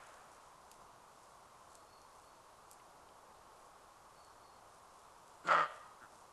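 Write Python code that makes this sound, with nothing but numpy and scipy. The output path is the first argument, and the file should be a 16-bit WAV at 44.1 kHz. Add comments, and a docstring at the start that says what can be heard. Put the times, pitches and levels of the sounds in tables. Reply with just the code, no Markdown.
"""Roe deer barking in woodland at dusk

One microphone in a quiet wood. A deer walks through the grass, twigs ticking, over a far murmur,
soft hiss and a thin distant bird; an earlier call is just dying away at the start. Fairly close,
it huffs and barks once, hoarsely, ragged vocal-fold pulses ringing its throat, then gives a faint
creaky grunt. The trunks scatter the bark and ring on, and the clearing's far edge sends an echo."""
import sys
import numpy as np
from scipy import signal
from scipy.io import wavfile
from scipy.ndimage import uniform_filter1d

SR = 44100
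rng = np.random.default_rng(int(sys.argv[2]) if len(sys.argv) > 2 else 0)


def inscribe(sig):
    """Save sig as 16-bit PCM at rate SR to the path in sys.argv[1].

    A 1-D sig is mono; a 2-D sig holds one channel per row.
    Samples are clipped to [-1, 1] before scaling.
    """
    pcm = np.round(np.clip(np.atleast_2d(sig).T, -1, 1) * 32767)
    wavfile.write(sys.argv[1], SR, pcm.astype(np.int16))


N = 279099
TIME = np.arange(N) / SR

# spectrum of the wood's background: frequency_hz, gain_db
AIR_COLOUR = [(25, -7.5), (110, -8.5), (260, -12), (400, -7.5), (600, -4), (850, -1.5), (1100, 0.5),
              (1400, -7.5), (1750, -16.5), (2300, -19.5), (3500, -21), (7000, -21), (9500, -23.5),
              (12000, -25.5)]
# spectrum of an earlier call's last ring: frequency_hz, gain_db
EARLIER_COLOUR = [(200, -32), (600, 3.5), (1000, 4), (1400, 7), (2000, -3), (3200, -10.5), (5000, -24),
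                  (12000, -47)]
# the deer's strides through the grass, about two a second: peak_s, level_db
STRIDES = [(.07, -69.5), (.35, -69), (.74, -74), (1.22, -71), (1.72, -73), (2.19, -73), (2.73, -72),
           (3.66, -74.5), (4.24, -76), (4.7, -74), (5.0, -73), (5.33, -72), (5.76, -70.5), (6.17, -70.5)]
# spectrum of brushing blades: frequency_hz, gain_db
GRASS_COLOUR = [(500, -11), (2500, -9), (5000, 1.5), (7500, 5), (10500, 2), (13000, -25)]
# twigs and dry stems snapping, level over the first 2 ms: start_s, level_db, low_hz, high_hz
TWIG_SNAPS = [(0.141, -61, 2500, 10000), (0.715, -51.5, 2800, 11100), (1.753, -53.5, 2900, 10000),
              (2.017, -62, 4500, 10000), (2.7138, -50.5, 5900, 12000), (2.731, -57, 6200, 11000),
              (2.798, -65.5, 1970, 2880), (3.089, -65, 2300, 4000), (4.248, -62, 6000, 11000)]
# the bird's notes before the trees scatter them: start_s, length_s, pitch_hz, level_db
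BIRD_NOTES = [(1.628, 0.19, 4330, -81), (1.864, 0.099, 4344, -72.5), (2.207, 0.091, 4390, -80),
              (4.125, 0.12, 4430, -74), (4.375, 0.12, 4400, -76)]
# spectrum of the wood's ring: frequency_hz, gain_db
WOOD_COLOUR = [(150, -18), (400, -4), (600, 2), (900, 0), (1400, -2.5), (2000, 1.5), (4000, 10.5),
               (9000, -18)]
# time that ring takes to fall 60 dB: frequency_hz, decay_s
WOOD_T60 = [(150, 0.55), (600, 0.77), (1300, 0.79), (2000, 0.85), (4000, 0.59), (9000, .4)]
# spectrum of the breath that opens the bark: frequency_hz, gain_db
HUFF_COLOUR = [(90, -19), (180, -6), (260, 11.5), (370, 7.5), (600, -4), (1200, -2), (2500, -35),
               (4200, -15), (6000, -27), (7400, -9), (9000, -28), (12000, -43)]
# spectrum of turbulence at the mouth: frequency_hz, gain_db
MOUTH_HISS_COLOUR = [(1500, -22), (3000, 2), (3900, -3.5), (4600, 2), (5800, -11.5), (7300, -5.5),
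                     (9000, -19), (12000, -27)]
# broad spectrum of the voice: frequency_hz, gain_db
VOICE_COLOUR = [(110, -64), (210, -19.5), (310, -16.5), (420, -19), (540, -6), (780, -7), (1100, 1.4),
                (1550, -2.5), (2200, -13.5), (3300, -19), (3900, -38), (5500, -37.5), (8000, -44),
                (12000, -67)]
# throat resonances before the mouth shifts them: centre_hz, width_hz, lift_db
THROAT_RESONANCES = [(590, 155, 7.5), (1290, 65, 13), (1930, 29, 13.5), (3310, 140, 4), (4500, 280, -7)]
# hard slaps of the vocal folds within the bark: start_s, peak_db
FOLD_SLAPS = [(5.4882, -20.5), (5.5185, -18), (5.535, -19), (5.5491, -19.5), (5.5604, -20.5), (5.5838, -18),
              (5.6077, -20)]
# spectrum of the grunt: frequency_hz, gain_db
GRUNT_COLOUR = [(100, -21), (300, -11), (700, -20), (1100, -15), (1400, -1.5), (1650, -9), (2050, -28),
                (5000, -37)]


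def amp(db):
    return 10 ** (np.asarray(db) / 20)


def unit_rms(x):
    return x / np.sqrt(np.mean(x ** 2) + 1e-20)


def value_at(points, hz):
    """A table's value at hz, interpolated on a log-frequency axis."""
    table_hz, values = np.transpose(points)
    return np.interp(np.log(hz + 1), np.log(table_hz + 1), values)


def add(mix, start_s, sound):
    part = mix[round(start_s * SR):][:len(sound)]
    part += sound[:len(part)]


def wander(t, per_s):
    """A random drift of about unit size, with per_s turning points a second."""
    knots = rng.standard_normal(8192)
    return np.interp((t - t[0]) * per_s, np.arange(len(knots)), knots)


def envelope(t, attack_s, hold_s, release_s, depth_db=40):
    """A rounded rise from depth_db down, a hold, and a rounded fall."""
    rising = np.maximum(1 - t / attack_s, 0)
    falling = np.maximum(t - attack_s - hold_s, 0) / release_s
    return amp(-depth_db * (rising ** 1.45 + falling ** 2))


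def colour(x, points):
    """A causal filter with the given spectrum: it rings after a pulse, never before."""
    log_gain = np.log(amp(value_at(points, abs(np.fft.fftfreq(8192, 1 / SR)))))
    taps = np.fft.ifft(np.exp(np.conj(signal.hilbert(log_gain)))).real
    return signal.fftconvolve(x, taps[:len(taps) // 2])[:len(x)]


def resonate(x, hz, width_hz):
    """A resonance of gain 1 centred on hz, which may glide."""
    turn = np.exp(2j * np.pi * np.cumsum(hz * np.ones(len(x))) / SR)
    pole = np.exp(-np.pi * width_hz / SR)
    return 2 * (turn * signal.lfilter([1 - pole], [1, -pole], x / turn)).real


def air(level_db=-60.5, swell_db=0.42, murmur_below_hz=1800):
    """A far murmur that swells a little, under steady hiss."""
    noise = amp(level_db) * unit_rms(colour(rng.standard_normal(N), AIR_COLOUR))
    murmur = signal.sosfiltfilt(signal.butter(2, murmur_below_hz, fs=SR, output="sos"), noise)
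    return noise + murmur * (amp(-swell_db * wander(TIME, 5.05)) - 1)


def earlier_ring(level_db=-58, t60_s=2.1):
    """The diffuse end of an earlier call, fading among the trees."""
    return unit_rms(colour(rng.standard_normal(N), EARLIER_COLOUR)) * amp(level_db - 60 * TIME / t60_s)


def grass(clicks_per_s=1500, spread_db=3, clump_db=2, rise_s=0.086, fall_s=0.1):
    """At each stride, blades flick past each other as many small clicks, in uneven clumps."""
    clicks = rng.standard_normal(N) * (rng.random(N) < clicks_per_s / SR)
    clicks *= amp(spread_db * np.minimum(rng.exponential(1, N), 3))
    swish = sum(amp(level_db) * np.exp(-np.maximum((peak_s - TIME) / rise_s, (TIME - peak_s) / fall_s))
                for peak_s, level_db in STRIDES)
    return unit_rms(colour(clicks, GRASS_COLOUR)) * swish * amp(clump_db * wander(TIME, 25))


def twigs(stem_hz=2800, stem_decay_s=.0018):
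    """Each break is a crack and a burst of milliseconds; thick stems sound duller and longer."""
    out, t = np.zeros(N), TIME[:2048]
    for start_s, level_db, low_hz, high_hz in TWIG_SNAPS:
        decay_s = stem_decay_s * (stem_hz / low_hz) ** 2  # grows with the square of the wavelength
        burst = rng.standard_normal(len(t)) * np.exp(-t / decay_s)
        burst[0] = 2  # the crack
        burst = signal.sosfilt(signal.butter(2, [low_hz, high_hz], "band", fs=SR, output="sos"), burst)
        add(out, start_s, amp(level_db) * burst / burst[t < .002].std())
    return out


def near_trees(x, level_db, echoes_per_s=900, t60_s=.13):
    """The ground and trunks near the microphone return sparse, quickly fading echoes."""
    t = TIME[:SR // 3]
    echoes = rng.choice([-1., 1.], len(t)) * (rng.random(len(t)) < echoes_per_s / SR)
    echoes *= (t > .002) * amp(-60 * t / t60_s)
    return amp(level_db) * signal.fftconvolve(x, echoes / np.linalg.norm(echoes))[:N]


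def bird(slur_hz_per_s=700):
    """Thin, quavering whistles from far off, each slurred slightly downwards."""
    out = np.zeros(N)
    for start_s, length_s, pitch_hz, level_db in BIRD_NOTES:
        t = TIME[:round(length_s * SR)]
        quaver = 1 + .019 * wander(t, 150)
        hz = pitch_hz * quaver - slur_hz_per_s * (t - length_s / 2)
        whistle = np.sin(2 * np.pi * np.cumsum(hz) / SR) * signal.windows.tukey(len(t), .6)
        add(out, start_s, amp(level_db) * unit_rms(whistle))
    return out


def deep_wood(x, level_db, build_s=0.021):
    """Countless far trunks blur the sound into a tail that lasts longest in the middle range."""
    hz, t, spectrum = signal.stft(rng.standard_normal(3 * SR // 2), SR, nperseg=256)
    spectrum *= amp(-60 * t / value_at(WOOD_T60, hz)[:, None]) * (1 - np.exp(-t / build_s))
    spectrum *= amp(value_at(WOOD_COLOUR, hz))[:, None]
    tail = signal.istft(spectrum, SR, nperseg=256)[1]
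    return amp(level_db) * signal.fftconvolve(x, tail / np.linalg.norm(tail))[:N]


def huff(start_s=5.429, level_db=-52, catch_s=5.468, catch_db=-48):
    """Air flows through the deer's open throat ahead of the voice, and spits as the folds catch."""
    out, t = np.zeros(N), TIME[:SR // 6]
    flow, spit = rng.standard_normal((2, len(t)))
    flow = amp(level_db) * unit_rms(colour(flow, HUFF_COLOUR))
    spit = amp(catch_db) * unit_rms(colour(spit, MOUTH_HISS_COLOUR))
    add(out, start_s, flow * envelope(t, attack_s=0.025, hold_s=0.031, release_s=.04))
    add(out, catch_s, spit * envelope(t, attack_s=0.0047, hold_s=0.0031, release_s=0.021))
    return out


def vocal_folds(t, pitch_hz, jitter, shimmer_db, roughness):
    """One click a cycle, uneven in time and strength, each followed by a puff of turbulence."""
    noise, strengths = rng.standard_normal((2, N))
    turns = np.cumsum(pitch_hz * (1 + jitter * wander(t, 200))) / SR
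    cycle = turns.astype(int)
    clicks = np.diff(cycle, prepend=0)
    puffs = (.5 + np.exp(-(turns % 1) / .5)) * noise[:len(t)]
    pulses = (1 - roughness) * unit_rms(clicks) + roughness * unit_rms(puffs)
    return pulses * amp(shimmer_db * np.tanh(strengths[cycle]))


def throat(x, open_ratio=1.18, shut_ratio=.93, closing_s=0.0884):
    """The throat's resonances sink as the mouth closes, quickly at first."""
    mouth = shut_ratio + (open_ratio - shut_ratio) * np.exp(-TIME[:len(x)] / closing_s)
    for centre_hz, width_hz, lift_db in THROAT_RESONANCES:
        x = x + (amp(lift_db) - 1) * resonate(x, centre_hz * mouth, width_hz)
    return colour(x, VOICE_COLOUR)


def mouth_hiss(t, relative_db=-23, fade_db_per_s=12, flutter_db=3.1):
    """Turbulence at the mouth: a fluttering hiss that fades under the rasp."""
    turbulence = rng.standard_normal(len(t)) * amp(flutter_db * wander(t, 310.5))
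    return amp(relative_db - fade_db_per_s * t) * unit_rms(colour(turbulence, MOUTH_HISS_COLOUR))


def chest_tone(t, pitch_hz, level_db=-56, octave_db=-5):
    """The soft tone of the folds under the rasp: the fundamental and its octave."""
    phase = 2 * np.pi * np.cumsum(pitch_hz) / SR
    tone = unit_rms(np.sin(phase)) + amp(octave_db) * unit_rms(np.sin(2 * phase))
    return tone * amp(level_db) * envelope(t, attack_s=0.023, hold_s=.15, release_s=.075)


def bark(start_s=5.436, level_db=-34, overshoot_db=7.5, settle_s=0.042, stall_s=0.0014):
    """One push of the lungs drives ragged fold pulses and a few hard slaps through the throat."""
    attack_s, hold_s, release_s = .084, 0.099, 0.084
    out, t = np.zeros(N), TIME[:round((attack_s + hold_s + release_s) * SR)]
    settling = np.exp(-np.maximum(t - attack_s, 0) / settle_s)
    effort = envelope(t, attack_s, hold_s, release_s) * amp(level_db + overshoot_db * settling)
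    pitch_hz = 166.3 - 2000 * np.maximum(t - .12, 0) ** 2  # level, then dropping as the folds slacken
    roughness = 0.7 - 1.74 * t  # the rasp clears as the pressure drops
    rasp = throat(vocal_folds(t, pitch_hz, jitter=.1, shimmer_db=2.5, roughness=roughness))
    # lung pressure holds the power over a few cycles
    rasp /= np.sqrt(uniform_filter1d(rasp ** 2, size=900) + 1e-12)
    slaps = np.zeros(len(t))
    for slap_s, peak_db in FOLD_SLAPS:
        add(slaps, slap_s - start_s, [amp(peak_db)])
        rasp *= 1 - 0.66 * np.exp(-((start_s + t - slap_s) / stall_s) ** 2)  # the folds stall briefly
    ring_peak = abs(throat(signal.unit_impulse(len(t), "mid"))).max()
    slaps = throat(slaps) / ring_peak
    add(out, start_s, (rasp + mouth_hiss(t)) * effort + slaps + chest_tone(t, pitch_hz))
    return out


def far_edge(x, delay_s=.165, level_db=-19, centre_hz=610, width_hz=320):
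    """The far edge of the clearing sends one hollow echo back to the microphone."""
    out = np.zeros(N)
    hollow = resonate(resonate(x, centre_hz, width_hz), centre_hz, width_hz)
    add(out, delay_s, amp(level_db) * hollow)
    return out


def grunt(start_s=6.005, length_s=.07, from_hz=138, to_hz=75, level_db=-56.5):
    """After the bark, the slack folds flap a few more times, slowing down."""
    out, t = np.zeros(N), TIME[:round(length_s * SR)]
    pitch_hz = np.linspace(from_hz, to_hz, len(t))
    pulses = vocal_folds(t, pitch_hz, jitter=.04, shimmer_db=1.5, roughness=.12)
    creak = unit_rms(colour(pulses, GRUNT_COLOUR))
    add(out, start_s, creak * amp(level_db) * np.sin(np.pi * t / length_s))
    return out


def scene():
    """The deer is fairly close to the microphone; the bird reaches it only by way of the trees."""
    call = huff() + bark() + grunt()
    deer = call + near_trees(call, level_db=-12) + deep_wood(call, level_db=-18) + far_edge(call)
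    whistles = bird()
    far_bird = near_trees(whistles, level_db=-6) + deep_wood(whistles, level_db=-8)
    snaps = twigs()
    snaps = snaps + near_trees(snaps, level_db=-8)
    return (deer + far_bird + earlier_ring() + snaps + grass() + air())[None]


def record(dry):
    """The mono recorder takes in nothing above its band limit."""
    limit_hz = 12200
    lowpass = signal.firwin(401, limit_hz, window=("kaiser", 7), fs=SR)
    return signal.oaconvolve(dry, lowpass[None], "same")


dry = scene()
out = record(dry)
inscribe(out)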